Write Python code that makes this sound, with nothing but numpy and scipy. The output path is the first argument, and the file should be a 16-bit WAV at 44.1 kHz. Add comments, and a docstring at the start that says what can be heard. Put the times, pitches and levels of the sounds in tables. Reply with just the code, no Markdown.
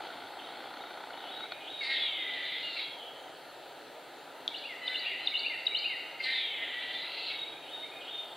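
"""A camera's lens motor ticks first, over distant wash and single far whistles; then a squirrel moans twice
in a wood, another answers once, a wren sings four phrases and a far bird whistles on.
Birds are gliding sines; moans are rough harmonics and air puffs through three moving mouth resonances.
Random echoes make the wood, shaped noise the wash, and ringing steps the motor. The microphone is dull
above 5 kHz, with narrow dips, and its amplifier hisses."""
import sys
import numpy as np
from scipy import signal
from scipy.io import wavfile
from scipy.ndimage import uniform_filter1d

SR = 44100
rng = np.random.default_rng(int(sys.argv[2]) if len(sys.argv) > 2 else 0)


def store_pcm(level_fs):
    """Save levels as 16-bit WAV."""
    pcm = np.round(np.clip(level_fs, -1, 1) * 32767).astype(np.int16)
    wavfile.write(sys.argv[1], SR, np.atleast_2d(pcm).T)


N = 369024

# Levels in the tables are relative: the mix, the wood and the microphone act on them afterwards.
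# Spectrum of the distant wash: freq_hz, level_db per Hz
WASH_SPECTRUM = [(25, -52), (45, -52), (85, -20), (160, -13), (200, -12.5), (270, -4), (450, -2),
                 (750, 1.57), (1300, -4.5), (2300, -12.5), (2900, -12), (3900, -11), (6000, -22.5)]
# Spectrum of the amplifier hiss: freq_hz, level_db per Hz
HISS_SPECTRUM = [(30, -29), (300, -34), (6000, -2.5), (9000, -1.5), (15800, -7.5)]
# Stereo likeness of the wash: freq_hz, likeness (0-1)
WASH_LIKENESS = [(60, 1), (130, 0.96), (280, 0.89), (700, 0.92), (1300, 0.97), (2400, 0.92), (4400, 0.99)]
# Decay of the wood by band: freq_hz, t60_s (at damping 1)
WOOD_DECAY = [(1500, 0.99), (3000, 1), (5000, 0.69)]
# Colour of the microphone: freq_hz, level_db
MIC_COLOUR = [(20, -2), (4100, -1.26), (4450, 0), (4750, -6.5), (5200, -11), (5800, -17.5), (7000, -19.5),
              (9000, -36), (11000, -47)]
# Narrow dips of the microphone: freq_hz, width_hz, depth_db
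MIC_DIPS = [(217.6, 17.5, 23), (1094, 109, 15), (2440, 36, 6)]
# Strength of the motor over time: time_s, level_db, loss_db of every other step
MOTOR_LEVELS = [(0.0, -47, 2), (.3, -50.5, 3), (.65, -47, 4), (1.0, -48.5, 26), (1.3, -48, 18),
                (1.46, -48.5, 3)]
# Resonances of the camera housing: freq_hz, width_hz, level_db
HOUSING_MODES = [(349, 117, -3.5), (813, 280, 4), (1454, 345, -1), (1880, 1080, -6.5), (3390, 880, -7.5),
                 (4256, 200, -5.5)]
# Far bird's song, one row a repeat: held_note_start_s, level_db, held_note_hz, low_notes_db
FAR_SONGS = [(1.305, -44.5, 3815, -51), (1.695, -41, 3784, -55), (2.14, -44, 3673, -56),
             (2.54, -46.5, 3610, -69), (7.32, -40.5, 3780, -54.5), (7.712, -42.5, 3715, -51),
             (8.1, -42, 3647, -71)]
# Its high notes: lag_s from the held note, length_s, start and end pitch (shares of it), level_db, buzz (0-1)
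FAR_HIGH_NOTES = [(-.095, 0.082, .815, .815, -5, 0.8), (-.022, 0.0236, .845, 0.94, 0, 0.44),
                  (0, .125, 1.002, .998, 0, 0.14)]
# Its low notes: lag_s from the held note, length_s, start_hz, end_hz, level_db, buzz (0-1)
FAR_LOW_NOTES = [(0.112, 0.0502, 2018, 2437, 3.5, 0.3), (0.196, 0.086, 2450, 2455, 5.5, 0.17)]
# Far two-note calls: start_s, level_db
FAR_CALLS = [(.388, -47), (.758, -49), (1.127, -47.5)]
# Notes of such a call: lag_s, length_s, start_hz, end_hz, level_db, buzz (0-1)
FAR_CALL_NOTES = [(0, 0.0183, 3450, 2895, 3, 0.66), (0.047, 0.024, 3740, 3800, 0, 0.16)]
# Single far notes: start_s, length_s, start_hz, end_hz, level_db, buzz (0-1)
FAR_LONE_NOTES = [(0.0, 0.083, 3124, 3040, -52.5, 1), (0.014, 0.067, 4170, 4320, -51, 1),
                  (2.794, 0.16, 3333, 3230, -46, 0.2), (2.951, 0.11, 3200, 3000, -50, 0.34)]
# Sharp falling click that opens the wren's song: level_db, start_hz, end_hz, glide_s, t60_s
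WREN_CLICK = (-13, 4000, 3150, .0012, .012)
# Wren's opening chips: start_s, level_db, start_hz, end_hz, length_s
WREN_CHIPS = [(4.877, -22.5, 3780, 3520, 0.0064), (5.271, -18, 3960, 3430, 0.0069),
              (5.665, -18.5, 3980, 3690, 0.011)]
# Side notes of a chip: lag_s (from its start / its end), length_s, start_hz, end_hz, level_db
WREN_CHIP_LEAD = (-.008, .005, 4850, 4650, -18)
WREN_CHIP_TAIL = (-.0015, .006, 3150, 2700, -12)
# Wren's phrases: start_s, level_db, pitch factor, closing_fall_db, hook_db
WREN_PHRASES = [(4.5445, -32.5, 0.99, -36.5, -50), (4.9545, -27.5, .985, -36.5, -31),
                (5.3525, -23.5, .975, -33.5, -27.5), (5.7484, -22.5, 1.002, -32.5, -45)]
# Notes of a phrase before its pitch factor: lag_s, length_s, start_hz, end_hz, level_db
WREN_PHRASE_NOTES = [(-.04, 0.035, 2374, 2200, -14), (-.005, 0.018, 2664, 3177, 0),
                     (0.011, 0.0084, 3520, 3990, -4), (0.014, 0.0206, 3970, 4360, -6.5),
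                     (0.035, .014, 4450, 4900, -6), (.086, 0.028, 2285, 2760, -7.5),
                     (.104, 0.0202, 2688, 2912, -1)]
# Dip into the first strong note: lag_s, length_s, start_hz, end_hz
WREN_HOOK = (-.014, .013, 3050, 2700)
# Closing fall before the pitch factor: lag_s, length_s, start_hz, end_hz
WREN_FALL = (.14, .075, 2290, 1800)
# Thin whistles in the voice late in a moan: start_s, length_s, start_hz, end_hz, level_db, buzz (0-1)
SQUIRREL_SQUEAKS = [(2.626, 0.159, 2843, 2726, -42, 0.24), (7.038, .3, 2740, 2640, -44, 0.49)]
# Moans: start_s, length_s, slowing of the drawn-out part, full_voice_s from the start, first-cry brightness_db
SQUIRREL_MOANS = [(1.792, 1.11, 1.001, 0.111, 29), (6.184, 1.2, 1.24, 0.055, 40)]
# Voice, one table a moan, before slowing: time_s, pitch_hz, roughness (0-1), strong-weak share (0-1)
SQUIRREL_VOICES = [
    [(0, 585, .07, .03), (.035, 540, .1, .05), (.055, 525, .2, .9), (.12, 540, .25, .9), (.2, 520, .35, .7),
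     (.24, 488, .18, .1), (.31, 448, .11, .05), (.37, 422, .12, .1), (.46, 405, .3, .3),
     (.63, 392, .45, .5), (.8, 412, .45, .4), (.95, 404, .35, .2), (.97, 556, .45, .6), (1.11, 545, .7, .5)],
    [(0, 530, .07, .03), (.05, 525, .1, .08), (.066, 515, .25, .9), (.14, 535, .33, .9), (.2, 518, .38, .8),
     (.255, 470, .16, .1), (.35, 432, .14, .1), (.4, 414, .35, .8), (.45, 410, .35, .8),
     (.52, 390, .33, .3), (.67, 388, .45, .4), (.75, 404, .5, .5), (.95, 410, .4, .3), (.97, 556, .5, .6),
     (1.11, 545, .7, .5)],
]
# Mouth, one table a moan, before slowing: time_s, low_db, mid_db, high_db, low_hz, mid_hz, high_hz
SQUIRREL_MOUTHS = [
    [(0, -65, -55, -58, 2180, 3020, 3850), (.02, -32, -59, -52, 2190, 2900, 4160),
     (.046, -28.5, -48, -29.5, 2000, 2800, 4100), (.1, -28, -55, -34.5, 2070, 2870, 3970),
     (.19, -34, -40.5, -34, 1990, 3300, 3790), (.24, -47, -33.5, -34, 2340, 3380, 3900),
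     (.31, -45, -36, -48, 2180, 3150, 3770), (.4, -38.5, -40.5, -45, 2040, 3260, 3700),
     (.63, -39.5, -44, -47.5, 1980, 3120, 3950), (.78, -41.5, -46, -36, 2090, 3140, 3630),
     (.86, -47, -51, -45, 2050, 2970, 4100), (.955, -58, -60, -39, 2050, 2800, 3980),
     (.975, -36.5, -54, -36.5, 2260, 2700, 3950), (1.04, -41.5, -53, -36, 2240, 2700, 3970),
     (1.11, -63, -54, -61, 2180, 2750, 3800)],
    [(0, -77, -53, -70, 2120, 3000, 3950), (.02, -29, -59, -55, 2100, 2920, 4260),
     (.046, -39, -37, -35, 2130, 2960, 4150), (.09, -29.5, -57, -36.5, 1940, 2900, 3970),
     (.17, -36, -44, -36, 2100, 3330, 3840), (.24, -42, -35, -36.5, 2260, 3350, 3850),
     (.31, -45, -38, -54, 2230, 3120, 3750), (.4, -37.5, -43, -52.5, 2000, 3230, 3800),
     (.63, -40.5, -43, -44.5, 1940, 3050, 3900), (.72, -41, -46, -41, 2020, 3270, 3850),
     (.8, -45, -54, -45.5, 2130, 3200, 4080), (.9, -50, -45, -40, 2080, 3220, 4180),
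     (.955, -61, -55, -38, 2050, 3150, 4000), (.975, -34, -59, -37, 2320, 3100, 3950),
     (1.0, -41, -56, -43, 2190, 2970, 4000), (1.04, -65, -52, -56, 2150, 2820, 3820)],
]
# The other squirrel's moan, voice and mouth: columns as for the first squirrel
OTHER_MOAN = (4.81, .51, 1, 0, -20)
OTHER_VOICE = [(0, 1010, .07, .02), (.03, 995, .07, .02), (.062, 1008, .07, .02), (.07, 1015, .12, .6),
               (.14, 1012, .12, .6), (.17, 1000, .15, .15), (.26, 942, .25, .3), (.34, 950, .3, .3),
               (.39, 1020, .2, .1), (.51, 1010, .3, .1)]
OTHER_MOUTH = [(0, -49, -60, -62, 1940, 2720, 4050), (.02, -42.5, -44, -56, 1900, 2660, 3960),
               (.06, -38, -47, -42.5, 1820, 2900, 3900), (.15, -38, -59, -39, 1780, 2900, 3740),
               (.19, -53, -49, -45, 1900, 2660, 3770), (.27, -54, -39, -39, 1730, 2460, 3340),
               (.35, -63, -41, -56, 1780, 2490, 3750), (.45, -47, -46, -42, 1820, 2660, 4030),
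               (.51, -59, -63, -44, 1900, 2650, 4000)]

WASH_DB, HISS_DB = -46, -63.5
EDGE_HZ = 15800  # upper band limit
CLICK_S, STOP_S = 4.4782, 1.517  # the wren's click and the motor's closing clack
STOP_DB = -23
NEAR_APART, FAR_APART = .04, .15  # left-right spread of the echoes
NEAR_DAMPING, FAR_DAMPING = 1.5, .84  # the squirrels' echoes die sooner
SHARP_WET_DB = -5  # clicks and chips are aimed at the camera and stir the wood less
FALL_FADE_DB = -10.5  # the wren's fall dies away as it descends
FLUTTER_DB = 12  # level flutter per unit of buzz, which counts up to 0.2 here
BREAK_S = .35  # the slide down ends and the drawn-out part begins
STRAND_DB = 4.5  # each harmonic wavers by itself, times the root of roughness
WAVER_DB = 3  # each mouth resonance wavers, times roughness
HELD_DB = -6.5  # the voice holds back after the first cry
BRIGHT_S = .064  # the top resonance is strong in the first cry, then fades


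def gain_of(db):
    """Decibels to amplitude."""
    return 10 ** (np.asarray(db) / 20)


def evened(x):
    """Brings a sound to rms 1."""
    return x / np.sqrt(np.mean(x ** 2) + 1e-20)


def read(points, hz):
    """Reads a curve along a logarithmic frequency axis."""
    f, value = np.transpose(points)
    return np.interp(np.log(hz + 1), np.log(f + 1), value)


def add(mix, s, sound):
    """Lays a sound into the mix at s seconds."""
    part = mix[round(s * SR):][:len(sound)]
    part += sound[:len(part)]


def drift(count, size):
    """Smooth chance of rms 1."""
    return evened(uniform_filter1d(uniform_filter1d(rng.standard_normal(count), size), size))


def above(x, hz):
    """Third-order high-pass."""
    return signal.sosfilt(signal.butter(3, hz, "high", fs=SR, output="sos"), x)


def resonate(x, hz, width_hz):
    """Moving resonance: shifts the curve hz down to zero, smooths twice, and shifts back."""
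    turn = np.exp(2j * np.pi * np.cumsum(hz * np.ones(len(x))) / SR)
    r = np.exp(-np.pi * width_hz / SR)
    smooth = signal.lfilter([(1 - r) ** 2], [1, -2 * r, r * r], x / turn)
    return 2 * (turn * smooth).real


def note(length, start_hz, end_hz, db, buzz=0, edge=0.057):
    """A gliding sine; buzz shakes its pitch and level, edge is the faded share of its length."""
    count = max(round(length * SR), 40)
    hz = np.linspace(start_hz, end_hz, count) * (1 + 0.1 * buzz * drift(count, size=30))
    level = gain_of(db + FLUTTER_DB * min(buzz, .2) * drift(count, size=400))
    fade = signal.windows.tukey(count, np.clip(edge, 0, 1))
    return level * np.sin(2 * np.pi * np.cumsum(hz) / SR) * fade


def noise(points, same, patchy_db):
    """Two channels of random short-time spectra with drifting patches, for wash and hiss."""
    frames, hz = N // 512 + 8, np.fft.rfftfreq(2048, 1 / SR)
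    a, b, c, d, patches = rng.standard_normal((frames, 1025, 5)).T
    patches = evened(uniform_filter1d(uniform_filter1d(patches, 20, 0), 8, 1))
    like = np.clip(read(same, hz), -1, 1)[:, None]
    left = a + 1j * b
    right = like * left + np.sqrt(1 - like ** 2) * (c + 1j * d)
    z = np.array([left, right]) * gain_of(read(points, hz)[:, None] + patchy_db * patches)
    return evened(signal.istft(z, nperseg=2048, noverlap=1536)[1][:, 2048:N + 2048])


def wood(x, apart, damping):
    """Sparse echoes off trunks and leaves, dying by band, a little weakened at first; both ports nearly alike."""
    taps = np.zeros((2, SR))
    at = np.arange(300, SR - 20, 20) + rng.integers(0, 20, (2, (SR - 301) // 20))
    np.put_along_axis(taps, at, rng.choice([-1., 1.], at.shape), 1)
    hz, t, z = signal.stft(taps, SR, nperseg=256)
    decay = gain_of(-60 * damping * t / read(WOOD_DECAY, hz)[:, None])
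    early_loss = 1 - 0.4 * np.exp(-t / 0.4)
    a, b = signal.istft(z * decay * early_loss, SR, nperseg=256)[1]
    tail = np.array([a + apart * b, a - apart * b]) / np.linalg.norm(a)
    return signal.fftconvolve(x[None], tail, axes=1)[:, :N]


def microphone(x):
    """Causal colour of the capsule behind its port: narrow dips and a steep loss of treble."""
    hz = abs(np.fft.fftfreq(16384, 1 / SR))
    dips_db = sum(depth_db / (1 + (2 * (hz - f) / w) ** 2) for f, w, depth_db in MIC_DIPS)
    log_gain = np.log(gain_of(read(MIC_COLOUR, hz) - dips_db))
    # the phase that belongs to this gain in a minimum-phase filter
    phase = -signal.hilbert(log_gain).imag
    taps = np.fft.ifft(np.exp(log_gain + 1j * phase)).real[:8192]
    return signal.oaconvolve(x, taps[None], axes=1)[:, :N]


def lens_motor():
    """Some sixty steps a second, every other one weaker, over a whirr ring the housing; a clack ends them."""
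    s, db, loss_db = np.transpose(MOTOR_LEVELS)
    count = round(1.7 * SR)
    t, n = np.arange(count) / SR, np.arange(500)
    blows = gain_of(-11.5) * rng.standard_normal(count)  # the whirr
    for k, (late, size) in enumerate(rng.standard_normal((88, 2))):
        step = rng.standard_normal(500) * np.exp(-n / 164.0) * np.minimum(n / 60.0, 1)
        at = .0025 + k / 59.94 + .001 * late
        step_db = 3.0 + 0.37 * size - np.interp(at, s, loss_db) * (k % 2)
        add(blows, at, gain_of(step_db) * step)
    blows *= gain_of(np.interp(t, s, db) + 23.5) * (t < s[-1])
    ring = sum(gain_of(db) * resonate(blows, hz, w) for hz, w, db in HOUSING_MODES)
    clack = np.zeros(count)
    add(clack, STOP_S, gain_of(STOP_DB) * rng.standard_normal(360) * np.hanning(360))
    clack_db = (-18, 4.5, 2.5, 2.0, -1, 7.0)  # it stirs the housing in other proportions
    ring += sum(gain_of(db) * resonate(clack, hz, w) for (hz, w, _), db in zip(HOUSING_MODES, clack_db))
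    band = signal.butter(4, [200, 4700], "band", fs=SR, output="sos")
    return np.pad(signal.sosfilt(band, ring), (0, N - count))


def far_bird():
    """A buzz and a rising slur lead to a held whistle, two low notes follow; also calls and single notes."""
    out = np.zeros(N)
    for s, db, hz, low_db in FAR_SONGS:
        for lag, length, start, end, note_db, buzz in FAR_HIGH_NOTES:
            add(out, s + lag, note(length, start * hz, end * hz, db + note_db, buzz, edge=0.16))
        for lag, length, start_hz, end_hz, note_db, buzz in FAR_LOW_NOTES:
            add(out, s + lag, note(length, start_hz, end_hz, low_db + note_db, buzz, edge=0.46))
    for s, db in FAR_CALLS:
        for lag, length, start_hz, end_hz, note_db, buzz in FAR_CALL_NOTES:
            add(out, s + lag, note(length, start_hz, end_hz, db + note_db, buzz, edge=0.44))
    for s, *row in FAR_LONE_NOTES:
        add(out, s, note(*row, edge=0.31))
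    return out


def wren_chip(sharp, s, db, start_hz, end_hz, length):
    """A short soft-edged glide with a faint note at its start and at its end."""
    add(sharp, s, note(length, start_hz, end_hz, db + 1.5, edge=.85))
    for at, (lag, long, a_hz, b_hz, side_db) in ((s, WREN_CHIP_LEAD), (s + length, WREN_CHIP_TAIL)):
        add(sharp, at + lag, note(long, a_hz, b_hz, db + side_db))


def wren_phrase(out, s, db, pitch, fall_db, hook_db):
    """Quick gliding notes after a hook, closed by a fading fall."""
    add(out, s + WREN_HOOK[0], note(*WREN_HOOK[1:], hook_db, edge=.6))
    lag, length, start_hz, end_hz = WREN_FALL
    fall = note(length, pitch * start_hz, pitch * end_hz, fall_db, buzz=.1, edge=.3)
    add(out, s + lag, fall * gain_of(np.linspace(0, FALL_FADE_DB, len(fall))))
    for lag, length, start_hz, end_hz, note_db in WREN_PHRASE_NOTES:
        tone = note(length, pitch * start_hz, pitch * end_hz, db + note_db, buzz=.05, edge=.9)
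        add(out, s + lag, tone)


def wren_click(sharp):
    """A sine whose pitch and level drop fast, under a shorter burst of bright noise."""
    t = np.arange(400) / SR
    db, start_hz, end_hz, glide_s, t60 = WREN_CLICK
    turns = np.cumsum(end_hz + (start_hz - end_hz) * np.exp(-t / glide_s)) / SR
    tone = gain_of(db - 60 * t / t60) * np.sin(2 * np.pi * turns)
    add(sharp, CLICK_S, tone * np.minimum(t / 0.0004, 1))
    add(sharp, CLICK_S, above(gain_of(db + 0.5 - 60 * t / 0.0059) * rng.standard_normal(400), 4500))


def wren():
    """A click or a chip before each of four phrases, a late trunk echo; gives direct sound and wood feed."""
    out, sharp = np.zeros((2, N))
    for row in WREN_CHIPS:
        wren_chip(sharp, *row)
    for row in WREN_PHRASES:
        wren_phrase(out, *row)
    out = out + gain_of(-11.5) * np.roll(out + gain_of(SHARP_WET_DB) * sharp, round(.079 * SR))
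    wren_click(sharp)
    return out + sharp, out + gain_of(SHARP_WET_DB) * sharp


def voice_drive(hz, rough, uneven):
    """Wavering harmonics, half-way lines from strong and weak pulses, and puffs of air."""
    count = len(hz)
    shake = .035 * drift(count, size=120) + .025 * drift(count, size=700)
    turns = np.cumsum(hz * (1 + rough * shake)) / SR
    folds = np.zeros(count)
    for k in range(3, 38):  # in half pitches: odd ones are the half-way lines
        strand = gain_of(STRAND_DB * np.sqrt(rough) * drift(count, size=500))
        wave = np.cos(np.pi * k * turns + 2 * np.pi * rng.random())
        folds += (uneven if k % 2 else 1) * strand * wave
    puffs = (1.0 + np.exp(-(turns % 1) / 1.7)) * rng.standard_normal(count)
    drive = np.sqrt(1 - rough) * evened(folds) + np.sqrt(rough) * 1.2 * evened(puffs)
    return drive * gain_of(2.5 * rough * drift(count, size=200))  # the voice stutters as it roughens


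def moan(mouth, voice, start, length, slowing, full_s, bright_db):
    """The voice passes three moving mouth resonances, a fading bright top and a shrill edge at the start."""
    t = np.arange(0, length, 1 / SR)
    stage = np.minimum(t, BREAK_S) + np.maximum(t - BREAK_S, 0) / slowing
    s, *columns = np.transpose(mouth)
    low_db, mid_db, high_db, low_hz, mid_hz, high_hz = (np.interp(stage, s, c) for c in columns)
    s, *columns = np.transpose(voice)
    hz, rough, uneven = (np.interp(stage, s, c) for c in columns)
    drive = voice_drive(hz, rough, uneven)
    held_db = HELD_DB * np.clip((t - .03) / 0.0059, 0, 1) * np.clip((full_s - t) / 0.0059, 0, 1)
    low_db, mid_db, high_db = (held_db + c + WAVER_DB * rough * drift(len(t), size=900)
                               for c in (low_db, mid_db, high_db))
    out = gain_of(low_db) * evened(resonate(drive, low_hz, 500))
    out -= gain_of(mid_db) * evened(resonate(drive, mid_hz, 770))
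    out += gain_of(high_db) * evened(resonate(drive, high_hz, 690))
    top_db = high_db - 19.0 + bright_db * np.exp(-t / BRIGHT_S)
    out += gain_of(top_db) * evened(resonate(drive, 4500, 540))
    out += gain_of(high_db + 8.5 - 88 * t) * evened(resonate(drive, 9250, 1140))  # shrill edge
    floor_hz = 0.83 * low_hz.min()
    out = above(above(out, floor_hz), floor_hz)
    return start, gain_of(-1.0) * out * signal.windows.tukey(len(t), .03)


def squirrels():
    """Two moans with thin whistles and their lower octaves, and the other squirrel's answer."""
    squirrel, other = np.zeros((2, N))
    for mouth, voice, row in zip(SQUIRREL_MOUTHS, SQUIRREL_VOICES, SQUIRREL_MOANS):
        add(squirrel, *moan(mouth, voice, *row))
    add(other, *moan(OTHER_MOUTH, OTHER_VOICE, *OTHER_MOAN))
    for s, length, start_hz, end_hz, db, buzz in SQUIRREL_SQUEAKS:
        add(squirrel, s, note(length, start_hz, end_hz, db, buzz))
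        add(squirrel, s, note(length, start_hz / 2, end_hz / 2, db - 12.0, buzz))
    return squirrel, other


def tilted(x, db):
    """Raises the left channel and lowers the right by db."""
    return x * gain_of([[db], [-db]])


def scene():
    """Direct sounds, their echoes and the wash reach the microphone; the motor comes through the housing."""
    squirrel, other = squirrels()
    (near, spread), far = wren(), far_bird()
    direct = tilted(squirrel, .15) + tilted(near, .95) + tilted(far + other, .2)
    echoes = wood(gain_of(-4) * squirrel + gain_of(-5.5) * other, NEAR_APART, NEAR_DAMPING)
    echoes += wood(gain_of(-1.5) * spread + gain_of(2.0) * far, FAR_APART, FAR_DAMPING)
    wash = gain_of(WASH_DB) * noise(WASH_SPECTRUM, WASH_LIKENESS, patchy_db=0.98)
    air = direct + echoes + tilted(wash, .2)
    return microphone(air) + tilted(lens_motor(), .4)


def record(dry):
    """Adds amplifier hiss, mostly different in each channel, then the band limit."""
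    likeness = [(100, 0.13), (8000, 0.11), (16000, 0.23)]  # freq_hz, likeness (0-1)
    wet = dry + gain_of(HISS_DB) * noise(HISS_SPECTRUM, likeness, patchy_db=2.0)
    taps = signal.firwin(1023, EDGE_HZ, window=("kaiser", 10), fs=SR)
    return signal.oaconvolve(wet, taps[None], "same", axes=1)


dry = scene()
out = record(dry)
store_pcm(out)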